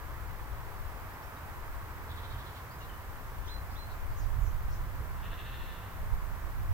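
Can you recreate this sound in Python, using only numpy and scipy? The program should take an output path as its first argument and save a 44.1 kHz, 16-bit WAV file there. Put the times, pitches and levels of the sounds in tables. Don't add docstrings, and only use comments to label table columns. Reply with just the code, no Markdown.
import sys
import numpy as np
from scipy import signal
from scipy.fft import rfft, irfft, next_fast_len
from scipy.io import wavfile
from scipy.ndimage import uniform_filter1d

SR = 44100
rng = np.random.default_rng(int(sys.argv[2]) if len(sys.argv) > 2 else 0)


def transcribe(u):
    v = np.clip(np.atleast_2d(u).T, -1, 1)
    q = np.round(v * 32767).astype(np.int16)
    wavfile.write(sys.argv[1], SR, q)


N = 296793

LAG_S_PER_DB = 2.8e-5


def undb(db):
    return 10 ** (np.asarray(db) / 20)


def unit(x):
    return x / np.sqrt(np.mean(x ** 2))


def along(hz, table):
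    f, values = np.transpose(table)
    return np.interp(np.log(hz + 1e-3), np.log(f), values)


def curve(table):
    s, *columns = np.transpose(table)
    return [np.interp(np.arange(N) / SR, s, c) for c in columns]


def pan(db):
    return undb(np.array([db, -db]) / 2).reshape(2, -1)


def walk(rate_hz):
    k = int(SR / rate_hz)
    held = np.repeat(rng.standard_normal(N // k + 1), k)
    return unit(uniform_filter1d(uniform_filter1d(held, k), k)[:N])


def noise(colour, shared=((1, 0),), lag_s=0., balance=((1, 0),)):
    size = next_fast_len(N)
    hz = np.arange(size // 2 + 1) * SR / size
    both, left, right = rfft(rng.standard_normal((3, size)))
    share = np.clip(along(hz, shared), 0, 1)
    lag = np.array([np.exp(-2j * np.pi * hz * lag_s), np.ones(len(hz))])
    pair = np.sqrt(share) * both * lag
    pair = pair + np.sqrt(1 - share) * np.array([left, right])
    spectrum = pair * undb(along(hz, colour)) * pan(along(hz, balance))
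    return unit(irfft(spectrum, size)[:, :N])


def ring(x, hz, width_hz):
    b, a = signal.iirpeak(hz, hz / width_hz, SR)
    return signal.lfilter(b, a, signal.lfilter(b, a, x))


def pulses(hz, jitter):
    cycle = np.floor(np.cumsum(hz * (1 + jitter * walk(180))) / SR)
    return np.diff(cycle, prepend=cycle[0]) * undb(1.9 * rng.standard_normal(N))


# t/s, pitch f/Hz, level/dB before the quaver, quaver depth (0-1), mouth opening (0-1)
BLEAT_COURSE = [(5.16, 198.7, -72, .6, 0), (5.235, 199.4, -57, .6, 0), (5.4, 206, -55, .58, 0.75),
                (5.48, 223.2, -55, .32, .85), (5.6, 224, -56.5, .2, .85), (5.72, 220.4, -57.5, .12, .85),
                (5.84, 221.7, -62, 0, .7), (6.0, 219, -70, .1, .6)]
# f/Hz, width/Hz, level/dB, level gained with the mouth fully open/dB
THROAT_RESONANCES = [(1740, 340, 1, 1), (2750, 420, -1.5, 0), (3540, 600, -8.5, 5), (4200, 520, -23, 14)]
QUAVER_HZ, QUAVER_TOP_S = 13.4, 5.325
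QUAVER_PITCH = .03
BLEAT_TOP_HZ = 4400


def sheep():
    t = np.arange(N) / SR
    hz, db, depth, mouth = curve(BLEAT_COURSE)
    quaver = np.cos(2 * np.pi * QUAVER_HZ * (t - QUAVER_TOP_S))
    breath = .5 * rng.standard_normal(N)
    voice = unit(pulses(hz * (1 + QUAVER_PITCH * depth * quaver), jitter=.02)) + breath
    throat = np.zeros(N)
    for k, (f, width_hz, level_db, open_db) in enumerate(THROAT_RESONANCES):
        throat += (-1) ** k * undb(level_db + open_db * mouth) * ring(voice, f, width_hz)
    low_pass = signal.butter(8, BLEAT_TOP_HZ, fs=SR, output="sos")
    throat = signal.sosfilt(low_pass, throat)
    start, end = BLEAT_COURSE[0][0], BLEAT_COURSE[-1][0]
    sounding = undb(db) * (np.abs(t - (start + end) / 2) < (end - start) / 2)
    return pan(0.27) * unit(throat) * sounding * (1 + np.clip(depth, 0, 1) * quaver)


RASP_HZ, CHATTER_COUNT = 197, 7
CHATTER_HZ, CHATTER_WIDTH_HZ, CHATTER_WIDENS_HZ = 3570, 820, 120
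CHATTER_DB, CHATTER_FADE_DB = -57, -.6
CHATTER_START_S, CHATTER_GAP_S = 2.112, 0.063
CHATTER_SLOWING_S = .0021
RASP_OVERLAP = 1.2
CHATTER_PAN_DB = -6


def chatter():
    out = np.zeros(N)
    rasp = unit(pulses(np.full(N, 1. * RASP_HZ), jitter=0.11)) + 1.5 * rng.standard_normal(N)
    for k in range(CHATTER_COUNT):
        n = int(RASP_OVERLAP * (CHATTER_GAP_S + 2 * k * CHATTER_SLOWING_S) * SR)
        centre_s = CHATTER_START_S + k * CHATTER_GAP_S + k ** 2 * CHATTER_SLOWING_S
        i = int(centre_s * SR) - n // 2
        note = unit(ring(rasp[i:i + n], CHATTER_HZ, CHATTER_WIDTH_HZ + k * CHATTER_WIDENS_HZ))
        out[i:i + n] += undb(CHATTER_DB + k * CHATTER_FADE_DB) * np.hanning(n) * note
    late = int(round(-CHATTER_PAN_DB * LAG_S_PER_DB * SR))
    return pan(CHATTER_PAN_DB) * np.array([np.roll(out, late), out])


def add(out, s, hz, envelope, pan_db):
    note = np.sqrt(2) * envelope * np.sin(2 * np.pi * np.cumsum(hz) / SR)
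    for ch, side in enumerate((-1, 1)):
        i = int(round((s + side * pan_db * LAG_S_PER_DB / 2) * SR))
        out[ch, i:i + len(note)] += pan(pan_db)[ch] * note


ATTACK_S, RELEASE_S = .012, .015


def fading(length_s, db, fade_db):
    t = np.arange(int(length_s * SR)) / SR
    edges = np.clip(np.minimum(t / ATTACK_S, (length_s - t) / RELEASE_S), 0, 1)
    return undb(db + fade_db * t / length_s) * edges


# t/s, length/s, start f/Hz, held f/Hz, glide/s, level/dB, fade/dB,
# left minus right level/dB
HOOKED_WHISTLES = [(1.097, .025, 3000, 5030, .016, -63.5, -10, 7),
                   (1.216, .075, 2920, 5720, .028, -65.5, -13, 0.5),
                   (1.528, .025, 3000, 4750, .02, -65, -8, -3),
                   (2.703, 0.073, 3840, 4880, 0.019, -60, -18, 1),
                   (3.472, .11, 2860, 4120, 0.034, -50.5, -7.5, -4),
                   (3.75, 0.098, 3010, 4130, 0.033, -55, -5, -3)]
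# t/s, length/s, start f/Hz, end f/Hz, level/dB, left minus right level/dB
SLIDING_PIPS = [(1.128, .022, 4860, 5250, -65, -1), (1.203, .018, 3250, 2950, -66, -1.5),
                (1.363, 0.02, 3770, 3900, -57, 0), (2.331, .035, 3230, 3000, -60, 4),
                (2.798, .045, 2820, 2830, -62, 10), (2.885, .04, 3120, 2970, -61, 10.5),
                (2.926, .03, 3070, 2950, -60, 1), (3.127, .02, 3150, 3100, -66, 9)]
# t/s, start f/Hz, end f/Hz, level/dB, left minus right level/dB
HUSKY_CHEEPS = [(2.76, 6470, 5720, -68.5, 1), (2.785, 3850, 3840, -63, -6),
                (3.435, 5600, 6200, -61.5, -2.5), (3.42, 3470, 3370, -63, 4), (3.68, 4550, 5400, -64, -3),
                (3.87, 4160, 4200, -65, 9), (4.085, 4500, 4510, -68, 0), (4.145, 6500, 6270, -65, 12),
                (4.181, 5400, 4750, -65, -0.5), (4.39, 7300, 6700, -66, 5), (4.43, 6500, 6040, -63, 4.5),
                (4.7, 6500, 6100, -66, 10.5), (4.68, 5750, 5200, -63, 0)]
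HOOK_BEND, WAVER_HZ = 1.6, 40
PIP_FADE_DB = -3.5
CHEEP_S, CHEEP_SPREAD = 0.089, .09
SHIMMER_DB, SHIMMER_HZ = 1.2, 90.8


def birds():
    out, shake = np.zeros((2, N)), walk(900)
    for s, length_s, from_hz, to_hz, glide_s, db, fade_db, pan_db in HOOKED_WHISTLES:
        t = np.arange(int(length_s * SR)) / SR
        hz = to_hz + (from_hz - to_hz) * np.clip(1 - t / glide_s, 0, 1) ** HOOK_BEND
        hz = hz + WAVER_HZ * shake[int(s * SR):][:len(hz)]
        add(out, s, hz, fading(length_s, db, fade_db), pan_db)
    for s, length_s, from_hz, to_hz, db, pan_db in SLIDING_PIPS:
        hz = np.linspace(from_hz, to_hz, int(length_s * SR))
        hz = hz + WAVER_HZ * shake[int(s * SR):][:len(hz)]
        add(out, s, hz, fading(length_s, db, PIP_FADE_DB), pan_db)
    for s, from_hz, to_hz, db, pan_db in HUSKY_CHEEPS:
        hz = np.linspace(from_hz, to_hz, int(CHEEP_S * SR))
        hz = hz * (1 + CHEEP_SPREAD * shake[int(s * SR):][:len(hz)])
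        add(out, s, hz, undb(db) * np.hanning(len(hz)), pan_db)
    return out * undb(SHIMMER_DB * walk(SHIMMER_HZ))


TREES_T60_S, TREES_GAP_S, TREES_DB = .22, 0.0037, -3


def trees(x):
    t = np.arange(SR // 2) / SR
    decay = np.exp(-np.log(1000) * t / TREES_T60_S) * (t > TREES_GAP_S)
    tail = rng.standard_normal((2, len(t))) * decay
    tail = undb(TREES_DB) * tail / np.sqrt(np.sum(tail ** 2, axis=1, keepdims=True))
    return x + signal.fftconvolve(x, tail, axes=1)[:, :N]


# t/s, level/dB (3 dB below the rms over both ports), left minus right level/dB
GUST_COURSE = [(0.0, -45.5, 9), (0.3, -47, 8.5), (1.1, -47.5, 6), (1.45, -56.5, 0), (1.66, -42, 4),
               (2.0, -47.5, 0), (2.6, -56, -10), (3.2, -45.5, 8), (3.6, -43.5, 7), (3.8, -47.5, 6),
               (4.1, -36.5, 4.5), (4.3, -36.5, -6), (4.4, -33.5, -8), (4.5, -37.5, -6), (4.75, -35.5, -3),
               (5.05, -42.5, -7), (5.55, -46.5, 2), (5.68, -41, -9), (5.86, -55, 4), (6.12, -34, -5.5),
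               (6.26, -42, -7), (6.73, -35, -7)]
# f/Hz, level per Hz/dB
WIND_SPECTRUM = [(3, -30), (8, -12), (16, -4), (30, 0), (50, -3), (75, -13), (120, -30), (200, -52),
                 (400, -110)]
# f/Hz, level per Hz/dB
FLUTTER_SPECTRUM = [(30, -30), (60, -3), (85, 0), (120, -8), (170, -22), (260, -45), (500, -110)]
EDDY_DB, EDDY_HZ = 2.5, 14
GUST_BRIGHT = 1.7
BRIGHT_DB = -9.5


def wind():
    db, pan_db = curve(GUST_COURSE)
    split = pan(pan_db)
    eddies = EDDY_DB * np.array([walk(EDDY_HZ), walk(EDDY_HZ)])
    port = undb(db + eddies) * 2 * split / np.sqrt(np.sum(split ** 2, axis=0))
    flutter_gain = undb(BRIGHT_DB) * (port / undb(-32)) ** (GUST_BRIGHT - 1)
    return port * (noise(WIND_SPECTRUM) + flutter_gain * noise(FLUTTER_SPECTRUM))


# f/Hz, level per Hz/dB
TYRE_SPECTRUM = [(120, -46), (200, -19.5), (260, -19), (550, -19.5), (800, -17.5), (1020, -14),
                 (1400, -17.5), (1800, -20.5), (2200, -25.5), (2700, -32.5), (3200, -38), (4200, -43.5),
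                 (6000, -64)]
# f/Hz, power share heard alike at both ports (0-1)
TYRE_SHARED = [(300, 0.69), (900, 0.87), (1600, 0.59), (2300, 0.38), (3200, 0.14)]
# f/Hz, left minus right level/dB
TYRE_BALANCE = [(500, 0), (1200, -1.1), (2500, -4)]
# t/s, level/dB of the low hum, tilt towards the higher hum (0-1)
RUMBLE_COURSE = [(0, -47.5, 0.23), (1.3, -46.5, 0.3), (2.2, -44.5, 0.17), (3.3, -46, 0.39),
                 (4.4, -45.5, 0.15), (5.4, -44.5, 0.4), (6.73, -48.5, .6)]
# f/Hz, level per Hz/dB
LOW_HUM_SPECTRUM = [(25, -12.5), (50, -1), (90, 0.5), (122, -4.5), (145, -14), (260, -31), (500, -96)]
# f/Hz, level per Hz/dB
HIGH_HUM_SPECTRUM = [(60, -14), (110, -10.5), (160, -7), (195, -10.5), (250, -37), (500, -85)]
ROAD_DB, ROAD_FADE_DB_PER_S = -47.5, -0.1673
ROAD_LAG_S = 1.15e-4
RUMBLE_HIGH_DB, RUMBLE_SHARED = -3, 0.92


def road():
    tyre_db = ROAD_DB + ROAD_FADE_DB_PER_S * np.arange(N) / SR + 0.45 * walk(2.05)
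    tyres = undb(tyre_db) * noise(TYRE_SPECTRUM, TYRE_SHARED, ROAD_LAG_S, TYRE_BALANCE)
    db, tilt = curve(RUMBLE_COURSE)
    low = noise(LOW_HUM_SPECTRUM, [(1, RUMBLE_SHARED)], ROAD_LAG_S)
    high = noise(HIGH_HUM_SPECTRUM, [(1, RUMBLE_SHARED)], ROAD_LAG_S)
    engines = low + undb(RUMBLE_HIGH_DB) * np.clip(tilt, 0, 1) * high
    return tyres + undb(db + walk(2.074)) * engines


def scene():
    return trees(sheep() + chatter() + birds()) + road() + wind()


# f/Hz, level per Hz/dB
HISS_SPECTRUM = [(1500, -4), (2500, -6.5), (3100, -6), (3800, -8.5), (4600, -8.5), (6500, -10), (9500, -10),
                 (11200, -10.5), (12300, -6), (13600, -2.5), (15800, -4.5)]
# f/Hz, power share heard alike at both ports (0-1)
HISS_COHERENCE = [(8000, 0.018), (10500, 0.16), (13000, 0.093)]
# f/Hz, left minus right level/dB
HISS_BALANCE = [(9000, 0.8), (11800, 0.5), (13500, 2.5), (14500, -2)]
HISS_DB, HISS_LAG_S = -54, -1.65e-4
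TOP_HZ = 15780


def record(dry):
    hiss = noise(HISS_SPECTRUM, HISS_COHERENCE, HISS_LAG_S, HISS_BALANCE)
    wet = dry + undb(HISS_DB) * hiss
    top_cut = signal.ellip(12, .2, 80, TOP_HZ, fs=SR, output="sos")
    return signal.sosfilt(top_cut, wet)


dry = scene()
out = record(dry)
transcribe(out)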